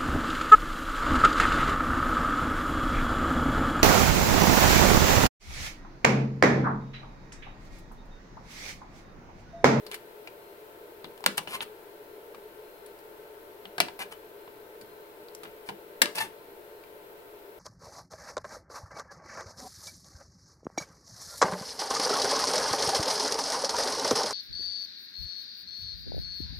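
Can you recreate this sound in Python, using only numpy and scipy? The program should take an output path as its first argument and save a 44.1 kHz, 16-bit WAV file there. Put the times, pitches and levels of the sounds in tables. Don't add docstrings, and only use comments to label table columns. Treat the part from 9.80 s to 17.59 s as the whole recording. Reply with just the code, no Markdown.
import sys
import numpy as np
from scipy import signal
from scipy.fft import rfft, irfft
from scipy.io import wavfile
from scipy.ndimage import uniform_filter1d

SR = 44100
rng = np.random.default_rng(int(sys.argv[2]) if len(sys.argv) > 2 else 0)


def master_out(mix):
    frames = np.transpose(np.atleast_2d(mix))
    ceiling = np.clip(frames, -1, 1)
    pcm = np.round(ceiling * 32767).astype(np.int16)
    wavfile.write(sys.argv[1], SR, pcm)


N = 343530

# t/s, level/dB, treble/dB, thud/dB, struck spot f/Hz, crack decay/s, lift of rattle and modes/dB
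BLOWS = [ (0.0654, -40, 7, 5, 4470, 0.0019, 6), (0.115, -36, 7, -9, 3300, 0.00091, 5),
         (0.1433, -33, 7, -20, 1970, 0.00067, 6), (0.4734, -38.5, -3, 0.5, 2470, 0.0053, 2.5),
         (1.244, -37, -5, 7.5, 3770, 0.0021, 7.5), (1.3767, -50, 13, 13, 3000, .002, -2),
         (1.406, -45, 14, 20, 910, .0018, 2), (1.4407, -31.5, -0.5, -2, 900, 0.00082, -4),
         (1.4621, -12, 4, -6, 1480, 0.0024, 1), (1.5804, -24, 4.5, -4, 1000, 0.00086, 1.5),
         (1.674, -34, -5, 13, 2730, 0.0015, 7), (1.806, -29, -16, -7, 3380, .0022, 6),
         (2.546, -43.5, -1, 4, 1110, .003, 21), (3.0618, -49, 25, -7, 3960, 0.0017, 7),
         (3.189, -57, 20, -2, 4500, .0025, 8), (3.8541, -39.5, -7, 10.5, 3130, 0.0027, 0),
         (3.9816, -27.5, 0, 5, 1600, 0.003, 2), (4.0026, -13, 0.5, -9, 700, 0.0017, 4),
         (4.0844, -35.5, -14, -6, 960, 0.0017, 3), (4.192, -39, 16, 14, 900, .003, 17),
         (4.677, -44, -33, 14, 990, 0.0012, 0), (5.012, -45.5, 15.5, 19.5, 4530, .0019, 20),
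         (5.4854, -49.5, -5, -13, 4430, 0.0007, -4), (5.5499, -40.5, 19, 2, 5740, 0.001, -5),
         (5.6338, -39.5, 6, 5, 910, 0.0024, 15), (5.654, -42.5, -8, 11, 1450, .0028, 17),
         (5.889, -32, -2.5, 10.5, 880, 0.0017, 23), (6.2179, -9.5, 6, -6.5, 1790, .0012, 4.5),
         (6.2574, -26.5, -6, -8, 990, 0.0014, -6), (6.355, -33.5, 18, 9.5, 5130, .003, 22),
         (6.383, -29, 5, -7, 4700, .0037, 23), (7.038, -50, -1, 4, 2300, .0021, -2), ]
# f/Hz, relative level/dB
STRUCK_COLOUR = [(40, -16), (110, -7.5), (200, -3), (480, -0.5), (750, 6.5), (1050, 6), (1700, 2),
                 (2800, 2), (4600, 2), (6300, -9.5), (8500, -7), (11500, -8), (13000, -13), (16000, -14.5)]
SNAP_DB, SNAP_SPOT_DB = -11.5, 6.5
SPOT_SHARE = 0.12


def clicks(spot_octaves=0.29, thud_hz=900, onset_size=180):
    out = np.zeros((2, N))
    hz = bins(2048) + 1
    for s, db, treble_db, thud_db, spot_hz, crack_s, ring_db in BLOWS:
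        spot_db = SNAP_SPOT_DB + SPOT_SHARE * (SNAP_DB - db)
        octaves_off = np.log2(hz / spot_hz)
        colour = read(STRUCK_COLOUR, hz) + treble_db * treble(hz)
        colour += thud_db / (1 + (hz / thud_hz) ** 2)
        colour += spot_db * np.exp(-(octaves_off / spot_octaves) ** 2)
        blow = coloured(link_response(s, crack_s, ring_db), colour)
        onset_level = blow[:, :onset_size].std()
        add(out, s, in_workshop(amp(db) * blow / onset_level))
    return out


def link_response(s, crack_s, ring_db, rattle_db=-11, rattle_s=0.0083, modes_db=-29, grain_db=3, size=8192):
    t = np.arange(size) / SR
    crack = rng.choice([-1., 1.], size) * np.exp(-t / crack_s)
    power = uniform_filter1d(abs(rfft(crack, 2048)) ** 2, size=24)
    crack = coloured(crack[None], -10 * np.log10(power / power.mean()))[0]
    knocks = amp(grain_db * evened(uniform_filter1d(rng.standard_normal(size), size=90)))
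    rattle = evened(irfft(diffuse(size)) * knocks) * np.exp(-t / rattle_s)
    ringing = amp(rattle_db) * rattle + amp(modes_db) * link_ring()
    return from_left(crack, s) + amp(ring_db) * ringing


# f/Hz, relative level/dB, t60/s
LINK_MODES = [(201, -1.5, 0.075), (344, -2.5, 0.17), (590, -11, 0.36), (740, -7, 0.097), (1241, 3, 0.03),
              (1510, 3.5, 0.022), (1652, 7.5, 0.032), (1790, 5.5, 0.024), (2032, 2.5, 0.067),
              (2330, 9.5, 0.033), (2674, 3.5, 0.042), (2830, 1, .1), (3010, 2, 0.072), (3466, 2, 0.048),
              (3770, -14, 0.025), (4363, -4.5, 0.084), (4760, -19, 0.017), (4930, -24, 0.23),
              (5970, 8, 0.03), (8300, -26, 0.031), (10250, 1, 0.022)]


def link_ring(size=8192):
    t = np.arange(size) / SR
    turns = rng.random((len(LINK_MODES), 2, 1))
    turns[:2, 1] = turns[:2, 0]
    ring = np.zeros((2, size))
    for (hz, db, t60), turn in zip(LINK_MODES, turns):
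        ring += amp(db - 60 * t / t60) * np.sin(2 * np.pi * (hz * t + turn))
    return ring


# t/s, push/s, release/s, level at the end of the push/dB,
# swell during the push/dB, treble/dB (-8 is neutral), slip rate f/Hz, chatter weight (0-1)
RUB_STROKES = [ (0.113, 0.031, 0.018, -48, -4.5, -3, 900, 0), (1.571, 0.0096, 0.0053, -24, 22, 1, 900, 0),
               (1.678, 0.075, 0.021, -29, 15, -7, 1050, 0.24),
               (1.813, 0.017, 0.011, -34.5, 4.5, -4, 900, 0.35),
               (4.190, 0.032, 0.022, -32, 6, -7.5, 620, 0), (4.311, .014, 0.019, -42, 9, -3, 900, 0.06),
               (5.640, 0.012, 0.096, -51, 3, -24, 900, 0), (5.860, .029, .020, -49.5, 6, -1.5, 900, 0.3),
               (6.349, 0.038, .023, -27.5, 14.5, -5, 880, 0.22),
               (6.397, 0.011, 0.042, -24, 18, -6.5, 890, 0.5), ]
# f/Hz, relative level/dB
RUBBED_COLOUR = [(60, -19), (200, -11.5), (500, -7), (900, 4.5), (1300, 1), (1750, 0), (2600, 1.5),
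                 (4700, -7.5), (6500, -17), (7800, -16), (9200, -5.5), (12000, -17.5), (16000, -18.5)]
RUB_ATTACK_S, SWELL_CURVE = .001, 2.2
RELEASE_DB = 20
BRIGHTEN_SHARE = .3
CHATTER_FADE_DB = 15


def rubs(gain_db=-1, usual_treble_db=-8, grain_db=4, grains_per_s=2800, jitter=0.024, ring_db=-11, lightest_db=18):
    out = np.zeros((2, N))
    hz = bins(2048)
    for s, push_s, release_s, peak_db, swell_db, peak_treble_db, slip_hz, chatter in RUB_STROKES:
        t, pressure_db = pressure(push_s, release_s, swell_db)
        size = len(t)
        slack_db = np.clip(-pressure_db, 0, lightest_db)
        treble_db = peak_treble_db + BRIGHTEN_SHARE * slack_db
        share = np.clip(chatter * (1.5 - (slack_db / CHATTER_FADE_DB) ** 2), 0, 1)
        sizes = amp(grain_db * np.minimum(rng.exponential(1, size), 3)) * rng.choice([-1, 1], size)
        grains = sizes * (rng.random(size) < grains_per_s / SR)
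        wobble = evened(uniform_filter1d(rng.standard_normal(size), size=60))
        cycles = np.cumsum(slip_hz * (1 + jitter * wobble)) / SR
        slips = np.diff(np.floor(cycles), prepend=0)
        drive = np.sqrt(1 - share) * evened(grains) + np.sqrt(share) * evened(slips - slips.mean())
        body = evened(coloured(from_left(drive), read(RUBBED_COLOUR, hz)))
        top = irfft(rfft(body) * treble(bins(size)), size)
        brightened = body + (amp(treble_db - usual_treble_db) - 1) * top
        rub = amp(peak_db + pressure_db + gain_db) * brightened
        rub *= np.minimum(t / RUB_ATTACK_S, 1)
        ring = link_ring()
        ring *= amp(ring_db) / np.linalg.norm(ring[0])
        ring[:, 0] = 1
        add(out, s, in_workshop(signal.fftconvolve(rub, ring, axes=1)))
    return out


def pressure(push_s, release_s, swell_db, size=8192):
    t = np.arange(size) / SR
    building = 1 - np.minimum(t / push_s, 1) ** SWELL_CURVE
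    return t, -swell_db * building - RELEASE_DB * np.maximum(t - push_s, 0) / release_s


# t/s, lag of the right port/s
RIGHT_LAG = [(1.5, 0.00017), (4.0, .00022), (6.2, .00027)]


def from_left(x, s=0):
    at = np.arange(len(x))
    lag = round(np.interp(s, *np.transpose(RIGHT_LAG)) * SR)
    return np.array([x, np.interp(at - lag, at, x, left=0)])


# f/Hz, t60/s
ROOM_DECAY = [(150, 0.26), (700, 0.24), (3000, 0.25), (15000, 0.29)]
# f/Hz, level/dB
ROOM_COLOUR = [(100, -12), (200, 14), (600, -8), (2500, -11.5), (7000, -13.5), (15000, -22)]


def in_workshop(x, first_s=0.0084, build_s=0.0006, size=16384):
    hz, t, z = signal.stft(irfft(diffuse(size)), SR, nperseg=256)
    t60 = read(ROOM_DECAY, hz)[:, None]
    z = z * amp(read(ROOM_COLOUR, hz)[:, None] - 60 * t / t60)
    z *= np.sqrt(np.log(1e6) / (t60 * SR))
    response = signal.istft(z, SR, nperseg=256)[1]
    since_first = np.maximum(np.arange(response.shape[1]) / SR - first_s, 0)
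    response *= 1 - np.exp(-since_first / build_s)
    response[:, 0] = 1
    return signal.fftconvolve(x, response, axes=1)


# f/Hz, relative level/dB
AIR_COLOUR = [(20, -18.5), (120, -21), (260, -19.5), (330, -7), (430, -7), (530, -11.5), (760, -20.5),
              (1200, -20.5), (2000, -21), (4000, -28.5), (6500, -36.5), (10500, -32), (13000, -31),
              (16000, -25)]
# f/Hz, width/Hz, boost/dB
HOUSING_MODES = [(404, 36, 5), (429, 20.2, 10), (472.6, 13.4, 9), (585, 47, 9), (859, 83, 9.5),
                 (1014, 61, 9), (1327, 100, 5), (1535, 60, 9), (4140, 13.5, 15), (12760, 610, 10)]
# f/Hz, level/dB, left-right/dB
FAN_TONES = [(112.5, -82.5, 7), (190, -82, 3), (685.7, -67.5, -15), (906, -68.5, 11.5), (1372, -75.5, 8)]


def fan(air_db=-48.0, waver_hz=1.387):
    hz = bins(N)
    colour = read(AIR_COLOUR, hz)
    for f, width, db in HOUSING_MODES:
        colour = colour + db / (1 + (2 * (hz - f) / width) ** 2)
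    out = amp(air_db) * evened(irfft(diffuse(N) * amp(colour), N))
    for f, db, side_db in FAN_TONES:
        drift = evened(uniform_filter1d(rng.standard_normal(N), size=6000))
        tone = evened(np.sin(2 * np.pi * np.cumsum(f + waver_hz * drift) / SR))
        out += amp([[db + side_db / 2], [db - side_db / 2]]) * tone
    return out


# f/Hz, correlation (-1..1)
PORT_LIKENESS = [(30, 1), (70, 0.2), (150, 0.68), (300, 0.81), (600, 0.88), (1000, -0.14), (1400, -0.33),
                 (3000, -0.05), (7000, -0.03)]


def diffuse(size):
    a, b = rfft(rng.standard_normal((2, size)))
    same = np.clip(read(PORT_LIKENESS, bins(size)), -1, 1)
    return np.array([a, same * a + np.sqrt(1 - same ** 2) * b])


def treble(hz, corner_hz=5600):
    return 1 - 1 / (1 + (hz / corner_hz) ** 6)


def coloured(x, db):
    log_gain = np.log(amp(np.r_[db, db[-2:0:-1]]))
    taps = irfft(np.exp(np.conj(signal.hilbert(log_gain)))[:len(db)])
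    return signal.fftconvolve(x, taps[None], axes=1)[:, :x.shape[1]]


def amp(db):
    return 10 ** (np.asarray(db) / 20)


def evened(x):
    return x / np.sqrt(np.mean(x ** 2) + 1e-20)


def read(points, hz):
    f, value = np.transpose(points)
    return np.interp(np.log(hz + 1), np.log(f + 1), value)


def bins(size):
    return np.fft.rfftfreq(size, 1 / SR)


def add(mix, s, sound):
    part = mix[:, max(round(s * SR), 0):][:, :sound.shape[1]]
    part += sound[:, :part.shape[1]]


def scene():
    return clicks() + rubs() + fan()


# f/Hz, left-right/dB
PORT_BALANCE = [(60, 1), (400, 3), (2400, 2.3), (6000, 2), (9000, 5.5), (15000, 3.5)]
EDGE_HZ = 15900


def record(dry):
    tilt = read(PORT_BALANCE, bins(N)) / 2
    heard = irfft(rfft(dry) * amp([tilt, -tilt]), N)
    heard = heard / (1 + (heard / .82) ** 4) ** .25
    low_pass = signal.firwin(511, EDGE_HZ, window=("kaiser", 9), fs=SR)
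    return signal.oaconvolve(heard, low_pass[None], "same")


dry = scene()
out = record(dry)
master_out(out)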